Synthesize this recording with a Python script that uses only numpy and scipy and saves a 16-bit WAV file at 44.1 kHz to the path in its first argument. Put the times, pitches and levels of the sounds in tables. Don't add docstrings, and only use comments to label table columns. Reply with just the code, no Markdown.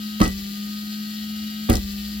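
import sys
import numpy as np
from scipy import signal
from scipy.fft import rfft, irfft, next_fast_len
from scipy.io import wavfile

SR = 44100
rng = np.random.default_rng(int(sys.argv[2]) if len(sys.argv) > 2 else 0)


def wav_out(sig):
    wavfile.write(sys.argv[1], SR, np.round(np.clip(np.atleast_2d(sig).T, -1, 1) * 32767).astype(np.int16))


def to_linear_factor(level_db):
    exponent = np.asarray(level_db, float) / 20
    return 10 ** exponent


N = 97020

# pitch_hz, level_db_per_hz
FLOOR_COLOUR = [(25, -34), (65, -1.5), (120, -10), (280, -12), (390, -27), (750, -17.5), (930, -38),
                (1600, -24)]
FLOOR_DB, FLOOR_PATCH_DB = -54, 0.5
# pitch_hz, t60_s (time to fade by 60 dB), level_db
FLOOR_TONES = [(71, 0.75, -58.5), (164, 0.6, -56), (301, 0.083, -54), (541.4, 0.41, -68), (735, 0.15, -66)]
SWAY_START_S, SWAY_RISE_S, SWAY_HZ, SWAY_DB = 1.89, 0.1, 60.6, -39.5

GRIND_ALIKE, FLOOR_ALIKE, SHUDDER_ALIKE = 0.19, 0.8, 0.62

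KNOCKS_S = [
    .205,
    1.695,
]
# pitch_hz, level_db_per_hz
SHUDDER_COLOUR = [(100, 0), (350, -1), (800, -15), (1500, -17), (3000, -27), (7000, -35), (9000, -44),
                  (15000, -40)]
SHUDDER_DB, SHUDDER_HOLD_S, SHUDDER_T60_S = [-18.5, -20], 0.054, 0.13

# start_s, level_db, pitch_hz, ring_ms
CHATTER = [(.2025, -18, 3000, 6), (.2042, -21, 11000, 4), (.2145, -13, 3600, 9), (.2148, -22, 9500, 7),
           (.231, -17, 5500, 7), (.2385, -17, 5000, 5), (.2465, -19, 5000, 5), (.254, -19, 2400, 6),
           (.261, -22, 3500, 5), (.2775, -20, 6000, 6), (1.697, -11, 12000, 8), (1.6975, -16, 2900, 9),
           (1.7015, -19, 2900, 5), (1.7185, -19, 6000, 5), (1.7295, -19, 6500, 5), (1.730, -24, 11000, 4),
           (1.736, -18, 5000, 8), (1.7535, -14, 4600, 7), (1.754, -20, 10500, 6), (1.7685, -18, 5000, 5)]

# start_s, level_db, contact_ms
PUSHES = [
    (0.2025, -26, 0.89),
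    (.207, -11, 1.97),
    (0.2132, -11.5, 0.88),
    (.217, -14.5, 0.21),
    (.250, -27.5, 1.43),
    (1.693, -16, 1.8),
    (1.6957, -8.5, 1.12),
    (1.7084, -17.5, 0.4),
    (1.726, -22, 2.1),
    (1.755, -30, 1.6),
]
# pitch_hz, first_knock_db, second_knock_db, t60_s
CASE_MODES = [(42.9, -19.5, -12.5, 0.68), (63.3, -3, -12.5, 0.47), (76.9, -5.5, -14.5, 0.47),
              (108.4, -22, -3, 0.19), (190.9, -7, -11.5, 0.278), (231.9, -8, -2.5, 0.2),
              (318.4, -7, -6.5, 0.16), (401, -9, -27, 0.12), (557, -22, -11, .12),
              (748.7, -12.5, -14, 0.18), (216, -2, 1, 0.068), (1115, 1, -18, 0.048), (1276, 0, -11, 0.15),
              (1953, -9, -10, 0.3)]

FREE_HZ, START_CYCLE = 213, 0.1
BRAKE_HZ, BRAKE_S, RECOVER_S = 21.07, 0.03, 0.33
LEFTOVER_HZ = 2.5
HUM_DB, HUM_WOBBLE_DB = -30.5, 0.83
OCTAVE_DB = -23
# multiple_of_hum, level_db
OVERTONES = [(3, -49), (4, -52), (5, -37), (6, -30), (7, -37), (22 / 3, -32), (8, -41), (9, -38), (10, -37),
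             (11, -38), (34 / 3, -37), (13, -34), (40 / 3, -29), (14, -32), (46 / 3, -29), (17, -32),
             (55 / 3, -30), (61 / 3, -29), (65 / 3, -27)]
OVERTONE_DB, OVERTONE_WAVER_DB = 7, 2.0
BRAKED_OVERTONE_DB = 18

# place_cycles (0 to 1), level_db
RUBS = [
    (.5, 9),
    (.05, -8),
]
RUB_DB, RUB_SPREAD_DB, RUB_DRIFT_DB = -39, 1, 1.5
RUB_JITTER = 0.012
BRAKED_RUB_DB = 2.5
TICK_TOP_HZ = 7400
GRIND_DB, GRIND_FLUTTER_DB = 0.5, 0.6
GRIND_GATE = 0.35
# pitch_hz, level_db_per_hz
RUB_COLOUR = [(1500, -10), (3000, -8), (4650, -1), (6100, -13), (7700, -8.5), (9900, -12), (12700, -7.5),
              (15500, -9)]
# pitch_hz, level_db
RUB_DIP = [(1, 1), (7750, 0), (8050, -10.5), (9500, -7), (9800, 0.5)]
# pitch_hz, width_hz, level_db
FRAME = [(1970, 64, 4), (3007, 23, 0.5), (3590, 76, 3), (3870, 30, -8), (4400, 27, 6), (4654, 57, 2),
         (4830, 99, -1), (5403, 20, 3.5), (7730, 450, -2.5), (12900, 110, -5), (13700, 150, -21)]
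FRAME_DB = -45.5

# pitch_hz, left_minus_right_db, left_lead_radians
PAIR = [(60, -0.5, 0.5), (216, -1.5, -0.08), (564, 1, -1.5), (1200, -3, -2), (2220, 1, -5.0),
        (4280, 5.5, -6.5), (8000, 4, -10.5), (15500, 7, -20.0)]
HUM_LEFT_DB = 4.5
ECHO_DB, ECHO_T60_S, ECHO_LOW_HZ = -8, 0.1, 510


def at_hz(points, hz, column):
    p = np.array(points, float)
    return np.interp(np.log(np.maximum(hz, 1)), np.log(p[:, 0]), p[:, column])


def rms_one(x):
    return x / np.sqrt(np.mean(x ** 2) + 1e-20)


def colour(x, points):
    size = 2 * next_fast_len(N)
    hz = np.arange(size // 2 + 1) * SR / size
    bass_fall_db = 40 * np.log10(np.clip(hz / points[0][0], 1e-3, 1))
    db = at_hz(points, hz, column=1) + bass_fall_db
    cepstrum = irfft(np.log(to_linear_factor(db)), size)
    cepstrum[1:size // 2] *= 2
    cepstrum[size // 2 + 1:] = 0
    response = np.exp(rfft(cepstrum))
    return irfft(rfft(x, size) * response, size)[..., :N]


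def drift(rate_hz):
    r = np.exp(-2 * np.pi * rate_hz / SR)
    slow = signal.lfilter([1], [1, -2 * r, r * r], rng.standard_normal(N + SR))[SR:]
    return rms_one(slow - slow.mean())


def hiss(alike):
    shared, left, right = rng.standard_normal((3, N))
    alike = np.clip(alike, 0, 1)
    return np.sqrt(alike) * shared + np.sqrt(1 - alike) * np.array([left, right])


def ring(x, hz, t60):
    r = to_linear_factor(-60 / (t60 * SR))
    w = 2 * np.pi * hz / SR
    return signal.lfilter([0, np.sin(w)], [1, -2 * r * np.cos(w), r * r], x + 1e-18)


def pair(x):
    size = next_fast_len(N + SR // 4)
    hz = np.arange(size // 2 + 1) * SR / size
    t = np.arange(SR // 5) / SR
    tail = rng.standard_normal((2, len(t))) * to_linear_factor(-60 * t / ECHO_T60_S) * (t > 0.001)
    tail = tail / np.sqrt(np.sum(tail ** 2, axis=1, keepdims=True))
    bright = hz ** 2 / (hz ** 2 + ECHO_LOW_HZ ** 2)
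    echo = rfft(tail, size) * to_linear_factor(ECHO_DB) * bright
    side = np.array([[0.5], [-0.5]])
    loudness = to_linear_factor(side * at_hz(PAIR, hz, column=1))
    arrival = np.exp(1j * (side + 0.5) * at_hz(PAIR, hz, column=2))
    return irfft(rfft(x, size) * loudness * (arrival + echo), size)[:, :N]


def workshop_floor():
    t = np.arange(N) / SR
    noise = rms_one(colour(hiss(FLOOR_ALIKE), FLOOR_COLOUR + [(4000, -55)]))
    out = to_linear_factor(FLOOR_DB + FLOOR_PATCH_DB * drift(3.9)) * noise
    for hz, t60, db in FLOOR_TONES:
        out = out + to_linear_factor(db) * rms_one(ring(hiss(FLOOR_ALIKE), hz, t60))
    sway_rise = np.clip((t - SWAY_START_S) / SWAY_RISE_S, 0, 1)
    sway = to_linear_factor(SWAY_DB + 0.82 * drift(6.0)) * sway_rise * np.sin(2 * np.pi * SWAY_HZ * t)
    return out + sway


def shudder():
    t = np.arange(N) / SR
    shape = 0
    for start, db in zip(KNOCKS_S, SHUDDER_DB):
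        since = t - start
        rise = np.clip(since / 0.0078 + 1, 0, 1)
        sag_db = 2.33 * np.clip(since / SHUDDER_HOLD_S, 0, 1)
        fade_db = 60 * np.maximum(since - SHUDDER_HOLD_S, 0) / SHUDDER_T60_S
        shape = shape + rise * to_linear_factor(db - sag_db - fade_db)
    noise = rms_one(colour(hiss(SHUDDER_ALIKE), SHUDDER_COLOUR))
    return noise * shape * to_linear_factor(3.5 * drift(80.0))


def chatter():
    out = np.zeros(N)
    t = np.arange(1500) / SR
    for start, db, hz, ring_ms in CHATTER:
        rise = np.minimum(t / 0.0006, 1)
        fade = to_linear_factor(-60000 * t / (2.5 * ring_ms))
        burst = rng.standard_normal(len(t)) * rise * fade
        edges = [hz / 1.45, min(hz * 1.59, 0.45 * SR)]
        band = signal.butter(2, edges, "band", fs=SR, output="sos")
        burst = signal.sosfilt(band, burst)
        first = int(start * SR)
        out[first:first + len(t)] += to_linear_factor(db) * burst / np.abs(burst).max()
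    return out


def case():
    t = np.arange(N) / SR
    push = np.zeros((2, N))
    for start, db, ms in PUSHES:
        progress = np.clip((t - start) * 1000 / ms, 0, 1)
        knock = int(start > 1)
        push[knock] += to_linear_factor(db) * np.sin(np.pi * progress) ** 2 * 2000 / (ms * SR)
    out = np.zeros(N)
    for hz, first_db, second_db, t60 in CASE_MODES:
        out += ring(to_linear_factor(first_db) * push[0] + to_linear_factor(second_db) * push[1], hz, t60)
    return out


def fan_speed():
    t = np.arange(N) / SR
    braked = LEFTOVER_HZ / BRAKE_HZ * np.exp(-t / RECOVER_S)
    for start in KNOCKS_S:
        since = np.maximum(t - start, 0)
        braked = braked + (1 - np.exp(-since / BRAKE_S)) * np.exp(-since / RECOVER_S)
    cycles = START_CYCLE + np.cumsum(FREE_HZ - BRAKE_HZ * braked) / SR
    return braked, cycles


def hum(braked, cycles):
    overtones = 0
    for multiple, db in OVERTONES:
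        level = to_linear_factor(db + OVERTONE_DB + OVERTONE_WAVER_DB * drift(2.7))
        overtones = overtones + level * np.sin(2 * np.pi * (multiple * cycles + rng.random()))
    octave = to_linear_factor(OCTAVE_DB) * (braked + 0.04) * np.sin(4 * np.pi * cycles)
    tone = to_linear_factor(HUM_DB + HUM_WOBBLE_DB * drift(9.5)) * (np.sin(2 * np.pi * cycles) + octave)
    overtones = to_linear_factor(HUM_DB - BRAKED_OVERTONE_DB * braked) * overtones
    return np.sqrt(2) * tone, np.sqrt(2) * overtones


def rub(braked, cycles):
    ticks = np.zeros(N)
    turns = np.arange(int(cycles[-1]) + 1)
    for place, db in RUBS:
        jitter, size = rng.standard_normal((2, len(turns)))
        at = np.searchsorted(cycles, turns + place + RUB_JITTER * jitter)
        at = np.clip(at, 0, N - 1)
        ticks[at] += to_linear_factor(db + RUB_SPREAD_DB * size + RUB_DRIFT_DB * drift(21.6)[at])
    soften = signal.butter(2, TICK_TOP_HZ, fs=SR, output="sos")
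    ticks = signal.sosfilt(soften, rms_one(ticks))

    gate = 1 + GRIND_GATE * np.cos(2 * np.pi * (cycles - RUBS[0][0]))
    grind = to_linear_factor(GRIND_DB + GRIND_FLUTTER_DB * drift(26.0)) * gate * hiss(GRIND_ALIKE)
    force = (ticks + grind) * to_linear_factor(BRAKED_RUB_DB * braked)

    frame = 0
    for k, (hz, width_hz, db) in enumerate(FRAME):
        frame = frame + (-1) ** k * to_linear_factor(db) * rms_one(ring(force, hz, 2.03 / width_hz))
    scrape = rms_one(colour(force, RUB_COLOUR))
    return to_linear_factor(RUB_DB) * colour(scrape + to_linear_factor(FRAME_DB - RUB_DB) * rms_one(frame), RUB_DIP)


def scene():
    braked, cycles = fan_speed()
    tone, overtones = hum(braked, cycles)
    knocks = shudder() + chatter() + case()
    rest = workshop_floor() + knocks + overtones + rub(braked, cycles)
    lean = to_linear_factor(HUM_LEFT_DB * np.array([[0.5], [-0.5]]))
    return pair(tone) * lean + pair(rest)


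def band_limit(x):
    return signal.sosfilt(signal.butter(12, 16530, fs=SR, output="sos"), x)


def record(dry):
    bass_cut = signal.butter(6, 35, "high", fs=SR, output="sos")
    top_cut = signal.ellip(12, 0.5, 70, 15950, fs=SR, output="sos")
    x = signal.sosfilt(bass_cut, dry)
    x = 1.5 * np.tanh(x / 1.5)
    x = signal.sosfilt(top_cut, x)
    return band_limit(x)


dry = scene()
out = record(dry)
wav_out(out)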